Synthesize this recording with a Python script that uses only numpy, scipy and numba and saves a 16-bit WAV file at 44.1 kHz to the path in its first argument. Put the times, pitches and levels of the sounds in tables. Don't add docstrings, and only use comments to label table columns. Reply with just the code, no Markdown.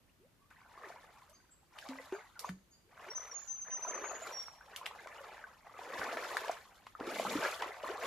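import sys
import numpy as np
from scipy import signal
from scipy.io import wavfile
from scipy.ndimage import uniform_filter1d
from numba import njit

SR = 44100
rng = np.random.default_rng(int(sys.argv[2]) if len(sys.argv) > 2 else 0)


def wrap_up_sound(samples):
    columns = np.atleast_2d(samples).T
    tamed = np.clip(columns, -1, 1)
    steps = np.round(tamed * 32767).astype(np.int16)
    wavfile.write(sys.argv[1], SR, steps)


N = 355446
TIME = np.arange(N) / SR


def from_db(db):
    return 10 ** (np.asarray(db) / 20)


def rms_one(x):
    return x / np.sqrt(np.mean(x ** 2) + 1e-20)


def at_hz(points, hz):
    freqs, values = np.transpose(points)
    return np.interp(np.log(hz), np.log(freqs), values)


def band(x, low_hz, high_hz, order=2):
    sos = signal.butter(order, [low_hz, min(high_hz, .45 * SR)], "band", fs=SR, output="sos")
    return signal.sosfilt(sos, x + 1e-18)


def drift(rate):
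    knots = rng.standard_normal(4000)
    return rms_one(np.interp(TIME * rate, np.arange(len(knots)), knots))


def add(out, start_s, sound):
    start = max(round(start_s * SR), 0)
    part = sound[..., :N - start]
    out[..., start:start + part.shape[-1]] += part


def air(level_db, flutter_db):
    # frequency in Hz, relative noise density in dB.
    air_colour = [(25, -9), (50, 0.9), (100, -3), (160, -6), (250, -7), (450, -12), (900, -16), (2000, -19),
                  (4000, -23), (8000, -27), (14000, -27)]
    # frequency in Hz, likeness of left and right from 0 to 1.
    air_likeness = [(40, 0.58), (200, 0.72), (1000, 0.1), (4000, 0.059), (14000, 0.1)]
    out, white = 0, rng.standard_normal((2, 2, N))
    edges_hz = np.geomspace(22, 16000, 17)
    for k, (low, high) in enumerate(zip(edges_hz, edges_hz[1:])):
        mid, side = band(white[k % 2], low, high)
        hz = np.sqrt(low * high)
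        alike = np.clip(at_hz(air_likeness, hz), 0, 1)
        stereo = np.sqrt(1 + alike) * mid + np.sqrt(1 - alike) * side * np.array([[1], [-1]])
        breeze_db = flutter_db * min(1, 150 / hz) * drift(3.0)
        out = out + from_db(at_hz(air_colour, hz) + breeze_db) * stereo
    return from_db(level_db) * rms_one(out)


def gurgles(rough):
    # start and length in seconds, first and last pitch in Hz, level in dB.
    cavities = [(0.077, .026, 1690, 2900, -64.5), (0.184, .1, 293, 682, -65),
                (0.388, 0.1, 1050, 1250, -70.5), (0.802, 0.1, 537, 332, -56),
                (0.832, 0.0256, 1330, 2200, -51), (1.14, 0.075, 778, 1344, -60.5),
                (1.284, 0.054, 530, 695, -63.5), (1.624, .022, 750, 990, -64), (1.745, 0.16, 578, 670, -68),
                (1.895, 0.061, 544, 556, -51.5), (1.983, 0.041, 517, 548, -51),
                (2.354, 0.024, 1590, 1370, -51), (2.822, .14, 259, 860, -71),
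                (3.064, 0.072, 330, 534, -52.5), (7.081, 0.047, 412, 655, -39),
                (7.89, 0.036, 319, 537, -38.5)]
    out, feed, wobble = np.zeros(N), 1 + rough * drift(180), drift(120)
    for start, length, first_hz, last_hz, db in cavities:
        progress = np.linspace(0, 1, int(length * SR))
        span = slice(int(start * SR), int(start * SR) + len(progress))
        hz = first_hz * (last_hz / first_hz) ** progress * (1 + 0.033 * wobble[span])
        envelope = from_db(db) * np.sin(np.pi * progress) * feed[span]
        add(out, start, envelope * np.sin(2 * np.pi * np.cumsum(hz) / SR))
    return out


def push(start, swell, hold, settle):
    t = TIME - start
    attack = np.clip(t / swell, 0, 1) ** 1.05
    return attack * from_db(-20 * np.clip((t - swell - hold) / settle, 0, 10))


def wading():
    # start, swell, hold and settle in seconds, churn, gulp and spray levels in dB,
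    # pitch floor at full push in Hz.
    strokes = [ (0.495, .012, .17, .15, -62, -80.5, -86, 639),
               (0.6, .26, .02, 0.48, -54.5, -71.5, -72, 301),
               (1.135, .015, .01, 0.41, -63.5, -82, -81, 573),
               (1.69, .14, .12, 0.4445, -55.5, -65, -66.5, 518), (2.11, .02, .02, 0.19, -54, -64, -85, 482),
               (2.34, .13, .02, 0.01, -52.5, -62.5, -66.5, 400),
               (2.872, .21, .08, 0.14, -52.5, -70.5, -70.5, 342),
               (3.153, .06, .11, 0.42, -56.5, -70, -70, 425), (3.62, .37, .05, 0.55, -45.5, -57, -67, 316),
               (3.64, .04, .025, 0.1, -53.5, -65, -80, 495), (4.181, .08, .035, .19, -48, -60, -61, 352),
               (4.556, .22, .55, 0.48, -53.5, -69, -73, 376),
               (5.638, .02, .066, 0.24, -56.5, -67, -82, 470),
               (5.701, .28, .1, 0.59, -42, -57.5, -60, 229.6), (6.143, .11, .25, 0.15, -46, -60, -63, 357),
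               (6.805, .06, .15, -0.07, -55.5, -63.5, -75.5, 519),
               (6.989, .02, .095, 0.18, -46.5, -52, -77, 215),
               (7.007, .19, .26, 0.23, -40.5, -54, -53, 171),
               (7.406, .015, .01, 0.1646, -36.5, -65, -55, 400),
               (7.57, .044, .01, 0.22, -44, -56.5, -81, 294),
               (7.818, .022, .125, 0.4, -44.5, -61, -67.5, 275),
               (7.958, .097, .1, .3, -39.5, -53, -52, 302)]
    ripple_hz = 823
    churn, gulp, thrown = from_db([-90, -100, -98.5]) ** 2
    flight_s, linger = 0.0099, 1.4
    slack_octaves = 0.227
    weighted_hz = churn * ripple_hz
    for start, swell, hold, settle, churn_db, gulp_db, spray_db, lowest_hz in strokes:
        effort = push(start, swell, hold, settle)
        landing = push(start + flight_s, swell, hold, settle * linger)
        power = (from_db(churn_db) * effort) ** 2
        churn = churn + power
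        gulp = gulp + (from_db(gulp_db) * effort) ** 2
        thrown = thrown + (from_db(spray_db) * landing) ** 2
        floor_hz = np.minimum(lowest_hz / (effort + 1e-9) ** slack_octaves, ripple_hz)
        weighted_hz = weighted_hz + power * floor_hz
    slop = from_db(1.32 * drift(rate=22))
    flicker = from_db(1.9 * drift(rate=22))
    return slop * np.sqrt(churn), slop * np.sqrt(gulp), flicker * np.sqrt(thrown), weighted_hz / churn


@njit
def ring_bubbles(start, pitch, height, life, rise, lag, length):
    out = np.zeros((2, length))
    for k in range(len(start)):
        for i in range(min(int(life[k]), length - start[k])):
            age = i / life[k]
            phase = 2 * np.pi * pitch[k] * i * (1 + np.log(2) * rise[k] * age / 2)
            envelope = height[k] * np.exp(-np.log(1000) * age) * min(1., pitch[k] * i)
            out[0, start[k] + i] += envelope * np.sin(phase + np.pi * pitch[k] * lag[k])
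            out[1, start[k] + i] += envelope * np.sin(phase - np.pi * pitch[k] * lag[k])
    return out


def bubble_cloud(busy, low_hz, high_hz, colour, cycles, size_db, clump_db, rise, spread, count):
    when, place, size, damping, climb, side = rng.random((count, 6)).T
    start = np.searchsorted(np.cumsum(busy) / np.sum(busy), when).clip(0, N - 1)
    low, high = np.broadcast_to(low_hz, N)[start], np.broadcast_to(high_hz, N)[start]
    hz = low * (high / low) ** place
    life = cycles * (hz / 1000) ** 0.36 * 2 ** (2 * damping - 1) * SR / hz
    accent_db = size_db * np.minimum(-np.log(1 - size), 4)
    level_db = at_hz(colour, hz) + accent_db + clump_db * drift(70)[start]
    height = from_db(level_db) / np.sqrt(life)
    lag = spread * (2 * side - 1)
    cloud = ring_bubbles(start, hz / SR, height, life, rise * 2 * climb, lag, N)
    power = uniform_filter1d(uniform_filter1d(np.mean(cloud ** 2, axis=0), size=2000), size=2000)
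    return cloud / np.sqrt(np.maximum(power, 0) + np.mean(power) / 100)


def strides():
    # pitch in Hz, relative level in dB.
    bubble_colour = [(150, 10.5), (280, -4), (450, 2), (750, 0), (1100, 3.5), (1600, 1), (2200, -3),
                     (3000, -13), (4500, -15), (7000, -18)]
    spray_colour = [(3000, 2), (4500, 2.5), (6500, 1.5), (8500, -8), (11500, 0), (14500, -7.5)]
    churn, gulp, thrown, floor_hz = wading()
    busy = churn ** .3
    patter = churn ** 0.19 * thrown ** .85
    gulps = bubble_cloud(busy, floor_hz, floor_hz + 330, bubble_colour, count=2200,
                         cycles=31.5, size_db=3.5, clump_db=1.5, rise=0.34, spread=9.5)
    slosh = bubble_cloud(busy, floor_hz + 200, 2926, bubble_colour, count=5400,
                         cycles=41.8, size_db=3.5, clump_db=1.5, rise=0.602, spread=1.6)
    drips = bubble_cloud(busy, 1750, 6200, bubble_colour, count=2000,
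                         cycles=36, size_db=5.5, clump_db=1.0, rise=0.34, spread=3.0)
    fizz = bubble_cloud(busy, 2915, 7200, bubble_colour, count=20000,
                        cycles=13.3, size_db=4.0, clump_db=4.5, rise=0.22, spread=2.84)
    spray = bubble_cloud(busy, 6450, 13660, spray_colour, count=50000,
                         cycles=15, size_db=2.5, clump_db=2.5, rise=.1, spread=2.1)
    return (from_db(-0.9) * churn * slosh
            + from_db(5.5) * gulp * gulps
            + from_db(1) * patter * drips
            + from_db(3.0) * patter * fizz
            + from_db(-1.0) * thrown * spray * from_db([[1], [-1]]))


def crack(db, hz, t60):
    t = TIME[:SR // 5]
    mid, side = rng.standard_normal((2, len(t)))
    noise = mid + min(hz / 7000, 1) * side * np.array([[1], [-1]])
    burst = band(noise * from_db(-60 * t / t60), hz / 1.1, hz * 1.42, order=1)
    burst = band(burst, hz / 4, 6700, order=1)
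    return from_db(db) * burst / np.abs(burst).max()


def slaps():
    # start in seconds, peak in dB, brightness in Hz, 60 dB decay in seconds,
    # spatter peak in dB.
    hits = [ (.504, -55, 1560, .06, -63), (1.296, -71, 5000, .03, -50.5), (1.786, -36, 2300, 0.026, -51),
            (1.888, -37.5, 3900, 0.013, -55), (2.123, -39.5, 790, 0.038, -66),
            (2.393, -32, 4530, 0.015, -36), (2.491, -34.5, 1180, 0.02, -48),
            (4.762, -28.5, 3060, 0.013, -36.5), (4.859, -29.5, 2380, 0.016, -50),
            (4.863, -26, 1950, 0.01, -42), (5.072, -40.5, 1300, 0.017, -69),
            (6.17, -35.5, 1310, 0.089, -65.5), (6.37, -24.5, 3860, 0.009, -41),
            (6.482, -34, 2530, 0.013, -58), (6.513, -39, 6020, .03, -56), (6.867, -42.5, 1700, 0.034, -68),
            (7.002, -34, 800, 0.01, -66), (7.621, -31.5, 1990, 0.041, -54)]
    out = np.zeros((2, N))
    for start, db, hz, t60, spatter_db in hits:
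        add(out, start, crack(db, hz, t60) + crack(spatter_db, hz=10900, t60=0.098))
    return out


def glugs():
    # start in seconds, pitch in Hz, level in dB, 60 dB decay in seconds,
    # bend over that decay, roughly in octaves.
    pockets = [ (.776, 1100, -44.5, 0.032, .4), (0.835, 1164, -39.5, 0.03, 0.66),
               (.902, 710, -39.5, .033, -0.19), (.96, 960, -46, .041, -0.033),
               (1.221, 1016, -50.5, 0.047, 0.051), (1.889, 262.4, -38, 0.3, 0.11),
               (1.986, 1960, -38.5, 0.034, 0.11), (2.123, 369.4, -30, 0.13, .55),
               (2.4449, 990, -26, 0.016, -0.11), (2.449, 1150, -35.5, .04, 0.096),
               (2.492, 179, -31.5, 0.21, 0.28), (3.681, 1090, -38.5, 0.0055, -0.31),
               (3.849, 993, -34, 0.038, 0.024), (3.875, 675, -36.5, 0.056, 0.24),
               (4.112, 690, -34.5, 0.039, 0.45), (4.219, 662, -39, 0.068, 0.057),
               (4.483, 1150, -32.5, 0.006, -0.039), (4.610, 1490, -42.5, 0.019, .36),
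               (4.813, 1020, -38, 0.037, 0.025), (4.911, 980, -36, 0.013, .4),
               (5.059, 657, -39, 0.024, -0.11), (5.206, 572, -44.5, 0.11, -0.36),
               (5.44, 1540, -36.5, 0.037, -0.012), (5.669, 776, -40, 0.014, 0.19),
               (5.791, 755, -35, 0.03, -.08), (6.016, 1500, -27.5, 0.022, 0.14),
               (6.128, 680, -34.5, 0.078, -0.012), (6.171, 610, -27.5, 0.018, .2),
               (6.248, 1335, -33, .032, .2), (6.348, 736, -29, .016, 0.27),
               (6.369, 1550, -15, 0.0056, 0.44), (6.478, 612, -33, .04, .1),
               (6.495, 718, -20, 0.027, -0.31), (6.868, 980, -35.5, 0.0097, .28),
               (6.951, 1290, -36, 0.024, -.1), (7.009, 404, -23.5, 0.0061, 0),
               (7.073, 353, -29.5, .058, -0.062), (7.197, 650, -19.5, 0.017, 0.15),
               (7.250, 840, -27.5, 0.042, -0.11), (7.353, 287, -24, 0.072, .35),
               (7.427, 620, -26.5, 0.021, .2), (7.623, 940, -24, 0.021, 0.19),
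               (7.835, 594, -29.5, 0.028, 0.017)]
    start, hz, db, t60, rise = np.transpose(pockets).copy()
    height = from_db(db + 30 / (hz * t60))
    lag = rng.normal(0, 1, len(start))
    rings = ring_bubbles((start * SR).astype(np.int64), hz / SR, height, t60 * SR, rise, lag, N)
    return band(rings, 200, 9000)


def whistle(length, first_hz, held_hz, unsteady, pan_db):
    progress, sides = np.linspace(0, 1, int(length * SR)), np.array([[.5], [-.5]])
    waver = np.interp(progress * length * 400, np.arange(100), rng.standard_normal(100))
    slide_hz = held_hz + (first_hz - held_hz) * np.exp(-4.28 * progress)
    hz = slide_hz * (1 + unsteady * waver)
    phase = 2 * np.pi * np.cumsum(hz) / SR + sides * rng.normal(1.12, 0.4)
    envelope = np.abs(np.sin(np.pi * progress)) ** 0.74
    return envelope * np.sin(phase) * from_db(pan_db * sides)


def bird():
    # start in seconds, held pitch in Hz, upper and lower voice levels in dB.
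    chirps = [(1.326, 6370, -63, -66), (1.505, 7820, -61, -83), (2.126, 6630, -60, -66.5),
              (2.442, 6600, -57, -67), (2.705, 6800, -64.5, -65.5)]
    # start and length in seconds, first and held pitch in Hz, level in dB,
    # left minus right in dB.
    phrase = [ (3.1, 0.026, 5520, 5650, -41.5, -0.5), (3.147, 0.043, 6250, 6064, -36.5, 1),
              (3.313, 0.015, 5400, 5700, -41, -0.5), (3.338, 0.057, 6780, 6686, -42, -10.5),
              (3.473, 0.094, 6000, 6183, -38.5, 5.5), (3.606, 0.039, 6300, 6160, -39.5, -1),
              (3.701, .08, 6033, 6110, -37, -1), (3.817, 0.041, 6060, 6105, -38, 2),
              (3.873, 0.041, 6180, 6260, -37, -2), (3.937, 0.023, 6184, 6150, -37.5, 1),
              (4.032, 0.089, 6500, 6670, -46.5, 12), (4.153, 0.019, 6420, 6900, -46.5, -9),
              (4.218, 0.028, 6900, 7125, -46, -7), (4.315, 0.13, 5830, 5550, -42, -3)]
    chirp_s, scoop, lower_hz, lower_late_s = 0.044, .93, 4760, 0.017
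    out = np.zeros((2, N))
    for start, hz, upper_db, lower_db in chirps:
        upper = whistle(chirp_s, scoop * hz, hz, unsteady=0.03, pan_db=0)
        lower = whistle(chirp_s, lower_hz, lower_hz, unsteady=0.027, pan_db=-2)
        add(out, start, from_db(upper_db) * upper)
        add(out, start + lower_late_s, from_db(lower_db) * lower)
    for start, length, first_hz, held_hz, db, pan_db in phrase:
        add(out, start, from_db(db) * whistle(length, first_hz, held_hz, unsteady=0.0044, pan_db=pan_db))
    return out


def thuds():
    # start in seconds, peak in dB, 60 dB decay in seconds.
    footfalls = [(2.493, -50.5, 0.36), (5.99, -49.5, 0.21), (7.004, -60, 0.2), (7.346, -41, 0.11)]
    out, t = np.zeros(N), TIME[:SR // 3]
    for start, db, t60 in footfalls:
        bump = band(rng.standard_normal(len(t)) * from_db(-60 * t / t60), 34, 274)
        add(out, start, from_db(db) * bump / np.abs(bump).max())
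    return out


def scatter(x, t60, low_hz, high_hz):
    t = TIME[:SR]
    noise = band(rng.standard_normal((2, SR)), low_hz, high_hz, order=1)
    tail = noise * from_db(-60 * t / t60) * (1 - np.exp(-t / 0.003))
    tail /= np.sqrt(np.sum(tail ** 2, axis=1, keepdims=True))
    return signal.fftconvolve(x, tail, axes=1)[:, :N]


def scene():
    water = strides() + glugs() + gurgles(rough=0.48) + slaps() + thuds()
    song = bird()
    water = water + from_db(-9.0) * scatter(water, t60=0.17, low_hz=1370, high_hz=11000)
    song = song + from_db(-8.0) * scatter(song, t60=0.51, low_hz=2960, high_hz=8900)
    return water * from_db([[.2], [-.2]]) + song + air(level_db=-70, flutter_db=1.0)


def record(dry):
    cutoff_hz = 14650
    return signal.sosfilt(signal.ellip(12, .1, 70, cutoff_hz, fs=SR, output="sos"), dry)


dry = scene()
out = record(dry)
wrap_up_sound(out)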